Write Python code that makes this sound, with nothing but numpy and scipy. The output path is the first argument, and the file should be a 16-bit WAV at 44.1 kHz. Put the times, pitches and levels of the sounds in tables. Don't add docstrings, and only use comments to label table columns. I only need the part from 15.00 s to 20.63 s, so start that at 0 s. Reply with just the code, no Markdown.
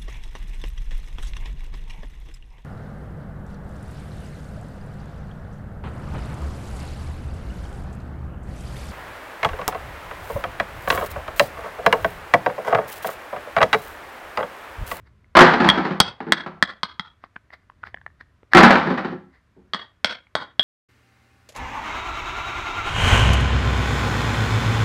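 import sys
import numpy as np
from scipy import signal
from scipy.fft import rfft, irfft
from scipy.io import wavfile
from scipy.ndimage import uniform_filter1d

SR = 44100
rng = np.random.default_rng(int(sys.argv[2]) if len(sys.argv) > 2 else 0)


def store_wav(level_fs):
    pcm = np.round(np.clip(np.atleast_2d(level_fs), -1, 1) * 32767)
    wavfile.write(sys.argv[1], SR, pcm.T.astype(np.int16))


N = 248283


def hammer():
    # t/s, force/dB, pebble pitch/Hz, pebble level/dB, steel level/dB
    blows = [(0.6887, -12, 1330, -26, -14.5), (0.6997, -19.5, 1336, -25, -12.5),
             (1.002, -6, 1120, -27, -11), (1.322, -9, 1960, -18.5, -18.5), (1.6257, -12.5, 1780, -14, -25),
             (1.8324, -18.5, 1100, -26, -26), (1.9958, -25.5, 1980, -28.5, -28),
             (4.735, -17, 1250, -22.5, -16.5), (4.7459, -19, 1250, -20, -27),
             (5.0457, -7.5, 720, -14.5, -13.5), (5.3525, -11.5, 631, -16, -22),
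             (5.5951, -17, 720, -20, -3.5)]
    # f/Hz, level/dB
    knock_spectrum = [(15, -57.5), (70, -9), (220, -3), (420, -9.5), (750, -4.5), (1250, 2.5), (1950, 1),
                      (2550, -10.5), (3600, -5.5), (4800, -5.5), (7000, -30.5), (8700, -38), (9900, -47),
                      (15000, -59.5)]
    # f/Hz, level/dB
    tick_spectrum = [(15, -30.5), (3000, -6), (6000, 1), (8400, 0), (9700, -15), (15000, -23.5)]
    # f/Hz, level/dB, decay time/s
    steel_notes = [(3309, 10.5, 0.041), (3700, -2, 0.029), (3450, -13, .025), (4250, -11.5, 0.023),
                   (8450, -24.5, 0.047), (8110, -22, 0.055)]
    # t/s, level/dB
    shielding = [(1.0, -0.5), (2.0, -4.5), (4.7, -10.5)]
    t, out = np.arange(SR // 2) / SR, np.zeros(N)
    for s, force_db, hz, pebble_db, steel_db in blows:
        contact = (t == 0) + 0.2 * rng.standard_normal(len(t)) * fade(t, 0.018)
        knock = at_level(colour(contact, knock_spectrum, tilt_db=0.24 + 0.05 * force_db), force_db)
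        burst = rng.standard_normal(len(t)) * fade(t, 0.01)
        tick = at_level(colour(burst, tick_spectrum), -21 + 2.1 * force_db)
        off_centre_db = force_db - steel_db
        brightness = 7.5 + 0.56 * force_db + 0.75 * off_centre_db
        damping = fade(t, 0.35 * gain_of(-1.2 * off_centre_db))
        crack = knock + at_level(ring(t, steel_notes, brightness) * damping, steel_db)
        sand_thud = at_level(clack(t, hz=195, t60=0.023), -21 + 0.55 * force_db)
        bedding = at_level(clack(t, hz, t60=0.0082), pebble_db) + sand_thud
        shield_gain = gain_of(np.interp(s, *np.transpose(shielding)))
        add(out, s, shield_gain * near_echoes(tick + crack + bedding))
        outgoing = crack + 0.21 * bedding
        echo = yard(outgoing, far_s=0.048, far_hold_s=0.03, near_gain=2.74, dull_hz=3500)
        add(out, s, gain_of(-20) * echo)
    return out


def barrow():
    # start t/s, length/s, level/dB
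    loads = [(0.3521, .58, -20), (3.544, 0.579, -19)]
    # t/s, clatter level/dB, decay time/s, boom level/dB
    landings = [(0.3519, -11, 0.44, -25), (0.368, -2.5, 0.21, -15), (0.388, -4.5, 0.21, -19),
                (.407, -2.5, 0.38, -5.5), (0.536, -15.5, 0.17, -22), (.601, -17, 0.77, -17),
                (.645, -16, 0.74, -20), (0.776, -21.5, 0.24, -20.5), (0.85, -23, 0.31, -26),
                (0.907, -27.5, .2, -24), (1.2037, -34.5, 0.34, -34), (1.267, -37.5, 1, -29),
                (1.462, -30, 0.19, -34.5), (3.548, -6.5, 0.27, -7), (3.571, -4, 0.42, -15),
                (3.632, -4.5, 0.29, -6), (3.706, -9, .32, -17.5), (3.755, -16, 0.42, -24),
                (3.872, -23.5, 0.26, -21.5), (3.901, -22.5, 0.26, -18.5), (3.976, -23, 0.21, -36.5),
                (4.047, -27.5, 0.23, -26), (4.125, -43.5, 0.33, -28.5), (4.565, -67.5, 0.64, -48)]
    # f/Hz, level/dB
    clatter_spectrum = [(10, -59), (40, -24.5), (72, -5), (120, -20.5), (180, -5.5), (450, 0), (800, 4),
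                        (1400, 2), (1950, -1.5), (2500, -10), (4500, -17.5), (6200, -33.5), (8000, -42.5),
                        (12000, -71)]
    clatter_db_per_s, boom_db_per_s = -34, -12.5
    t, out = np.arange(SR) / SR, np.zeros(N)
    for s, length, db in loads:
        ending = fade(np.maximum(t - length, 0), 0.15)
        stream = grains(t, per_s=900) * ending
        clatter = colour(stream * gain_of(clatter_db_per_s * t), clatter_spectrum, tilt_db=-1.5)
        add(out, s, at_level(clatter, db))
        add(out, s, tray(stream * gain_of(boom_db_per_s * t), db - 8))
    for s, db, t60, boom_db in landings:
        own_crack = 0.7 * fade(t, 0.04)
        stones = grains(t, per_s=3500) * (own_crack + fade(t, t60))
        clatter = colour(stones, clatter_spectrum, tilt_db=0.5 + 0.075 * db)
        add(out, s, at_level(clatter, db))
        add(out, s, tray(stones * fade(t, 0.8 * t60), boom_db))
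    return out + gain_of(-12.5) * yard(out)


def tray(stones, boom_db, detune=0.027, lowest_hz=150):
    # f/Hz, level/dB, decay time/s
    tray_notes = [(166.7, -6, 0.23), (194.8, 0, .17), (235.4, -2.5, 0.15), (265.8, 1.5, 0.16),
                  (325.2, 3, 0.13), (362, 2.5, 0.14), (424.2, -5.5, 0.14), (523.5, -6.5, 0.17),
                  (554, -7, .16), (780, -3.5, 0.13), (840.2, -5, 0.11), (996, -13.5, 0.11),
                  (1348, -8.5, .16), (1663, -12, 0.17)]
    t = np.arange(SR // 3) / SR
    tuning = 1 + rng.uniform(-detune, detune)
    ringing = ring(t * tuning, tray_notes, tilt_db=0.1 * boom_db)
    bass_cut = signal.butter(5, lowest_hz, "high", fs=SR, output="sos")
    boom = signal.fftconvolve(stones, signal.sosfilt(bass_cut, ringing))[:len(stones)]
    return at_level(boom, boom_db)


def pebbles():
    # t/s, level/dB, f/Hz
    clicks = [(0.244, -64, 2100), (1.2045, -34, 866.5), (2.239, -41.5, 1123), (2.359, -53, 1700),
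              (2.3629, -38, 1563), (2.5042, -53.5, 1890), (2.6988, -49.5, 1060), (2.833, -44.5, 1490),
              (2.837, -37, 1410), (2.8709, -42, 1803), (2.9438, -35, 1800), (2.9725, -51.5, 1690),
              (3.014, -52.5, 1640), (3.0636, -37, 1790), (3.21, -48, 1860), (3.431, -54.5, 450),
              (3.5346, -13, 1680), (5.269, -60, 2200)]
    # f/Hz, level/dB
    knock_spectrum = [(15, -51), (200, -3), (420, -12.5), (700, -0.5), (1300, 0.5), (1950, -0.5),
                      (2500, -10), (3500, -16), (4800, -31.5), (6500, -45), (10000, -52.5)]
    t, out = np.arange(SR // 8) / SR, np.zeros(N)
    for s, db, hz in clicks:
        contact = (t == 0) + 0.35 * rng.standard_normal(len(t)) * fade(t, 0.0061)
        soft_start = 1 - 0.8 * fade(t, 0.004)
        knock = colour(contact * soft_start, knock_spectrum, tilt_db=-0.6)
        click = at_level(clack(t, hz, t60=0.007), db) + at_level(knock, db - 4.5)
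        add(out, s, click)
        for delay in (0.015, 0.03):
            uneven_delay = delay * (1 + 0.48 * rng.uniform(-1, 1))
            add(out, s + uneven_delay, 0.2 * fade(delay, 0.14) * click)
    return out


def sand():
    # peak t/s, rise and fall time/s, level/dB
    scuffs = [(0.073, 0.056, -59), (2.246, 0.049, -52.5), (2.538, .043, -42.5), (2.87, 0.083, -46.5),
              (3.211, 0.031, -46.5), (3.523, .02, -41), (4.353, .13, -59)]
    # f/Hz, level/dB
    sand_spectrum = [(15, -45.5), (100, -8.5), (600, -2.5), (1400, 1.5), (2000, 8.5), (2600, -15),
                     (4800, -11), (6500, -34), (10000, -39.5)]
    out = np.zeros(N)
    for s, length, db in scuffs:
        t = np.arange(-length, length, 1 / SR)
        rub = grains(t, per_s=2600) * np.exp(-5 * abs(t) / length)
        add(out, s - length, at_level(colour(rub, sand_spectrum), db))
    return out


def near_echoes(x):
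    out = x.copy()
    add(out, 0.0047, 0.19 * x)
    add(out, 0.0113, 0.17 * x)
    return out


def yard(x, far_s=0.046, far_hold_s=0.037, near_gain=2.8, dull_hz=6000, lumpy_db=3):
    # f/Hz, decay time/s
    decay_times = [(150, 0.28), (1000, 0.25), (3300, .24), (5000, 0.18), (12000, 0.12)]
    t, lump_times = np.arange(SR * 3 // 4) / SR, np.arange(0, 1, 0.005)
    echoes = rng.standard_normal(len(t))
    echoes *= gain_of(lumpy_db * np.interp(t, lump_times, rng.standard_normal(len(lump_times))))
    hz, when, bands = signal.stft(echoes, SR, nperseg=256)
    decay_rate = np.log(1000) / read(decay_times, hz)[:, None]
    near = near_gain * (when > 0.006) * np.exp(-1.4 * decay_rate * when)
    far = 0.6 * (when > far_s) * np.exp(-decay_rate * np.maximum(when - far_s - far_hold_s, 0))
    far /= np.sqrt(1 + (hz[:, None] / dull_hz) ** 2)
    tail = signal.istft(bands * (near + far), SR, nperseg=256)[1]
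    return signal.fftconvolve(x, tail / np.linalg.norm(tail))[:len(x)]


def air():
    # f/Hz, level/dB
    air_spectrum = [(15, -43), (25, -12.5), (55, -1.5), (80, 4), (153, -8.5), (531, -21.5), (607, -19),
                    (863, -27.5), (988, -20), (1790, -22), (2690, -30), (7310, -42), (12200, -48.5),
                    (16000, -58.5)]
    # t/s, level/dB
    rumble_levels = [(0, 10), (0.331, 4), (2.1, -1), (2.6, -2), (2.901, 8), (3.3, 1), (4.5, -1),
                     (5.63, -4.5)]
    hz = np.fft.rfftfreq(N, 1 / SR)
    noise = irfft(rfft(rng.standard_normal(N)) * gain_of(read(air_spectrum, hz)), N)
    noise *= gain_of(-60.5) / noise.std()
    rumble = irfft(rfft(noise) / (1 + (hz / 250) ** 4), N)
    swell = gain_of(np.interp(np.arange(N) / SR, *np.transpose(rumble_levels)))
    return noise - rumble + rumble * swell


def ring(t, notes, tilt_db=0, contact_s=0.00058):
    first_hz = notes[0][0]
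    sines = sum(gain_of(db + tilt_db * np.log2(hz / first_hz)) * fade(t, t60) * np.sin(2 * np.pi * hz * t)
                for hz, db, t60 in notes)
    return sines * (1 - np.exp(-(t / contact_s) ** 2))


def clack(t, hz, t60):
    return t * fade(t, t60) * np.sin(2 * np.pi * hz * t)


def grains(t, per_s, spread_db=2.5):
    size = gain_of(spread_db * np.minimum(rng.exponential(1, len(t)), 3))
    return size * rng.choice([-1, 1], len(t)) * (rng.random(len(t)) < per_s / SR)


def colour(x, spectrum, tilt_db=0, size=4096):
    hz = np.abs(np.fft.fftfreq(size, 1 / SR))
    octaves = np.log2(np.clip(hz, 400, 9000) / 1500)
    log_gain = np.log(gain_of(read(spectrum, hz) + tilt_db * octaves))
    response = np.exp(np.conj(signal.hilbert(log_gain)))
    taps = np.fft.ifft(response).real
    return signal.fftconvolve(x, taps[:size // 2])[:len(x)]


def fade(t, t60):
    return np.exp(-np.log(1000) * t / max(t60, 1e-4))


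def gain_of(db):
    return 10 ** (np.asarray(db) / 20)


def read(points, hz):
    f, value = np.transpose(points)
    return np.interp(np.log(hz + 1), np.log(f + 1), value)


def at_level(x, db):
    power = uniform_filter1d(x ** 2, size=SR // 50, mode="constant")
    return x * gain_of(db) / np.sqrt(power.max() + 1e-20)


def add(mix, s, sound):
    part = mix[max(round(s * SR), 0):][:len(sound)]
    part += sound[:len(part)]


def scene():
    blows, loads, clicks, scuffs = hammer(), barrow(), pebbles(), sand()
    echo = gain_of(-19) * yard(scuffs + 0.3 * clicks)
    return (blows + loads + clicks + scuffs + echo + air())[None]


def record(dry):
    squashed = 0.98 * dry / (1 + dry ** 12) ** (1 / 12)
    treble_cut = signal.firwin(201, cutoff=15600, window=("kaiser", 8), fs=SR)
    return signal.oaconvolve(squashed, treble_cut[None], "same")


dry = scene()
out = record(dry)
store_wav(out)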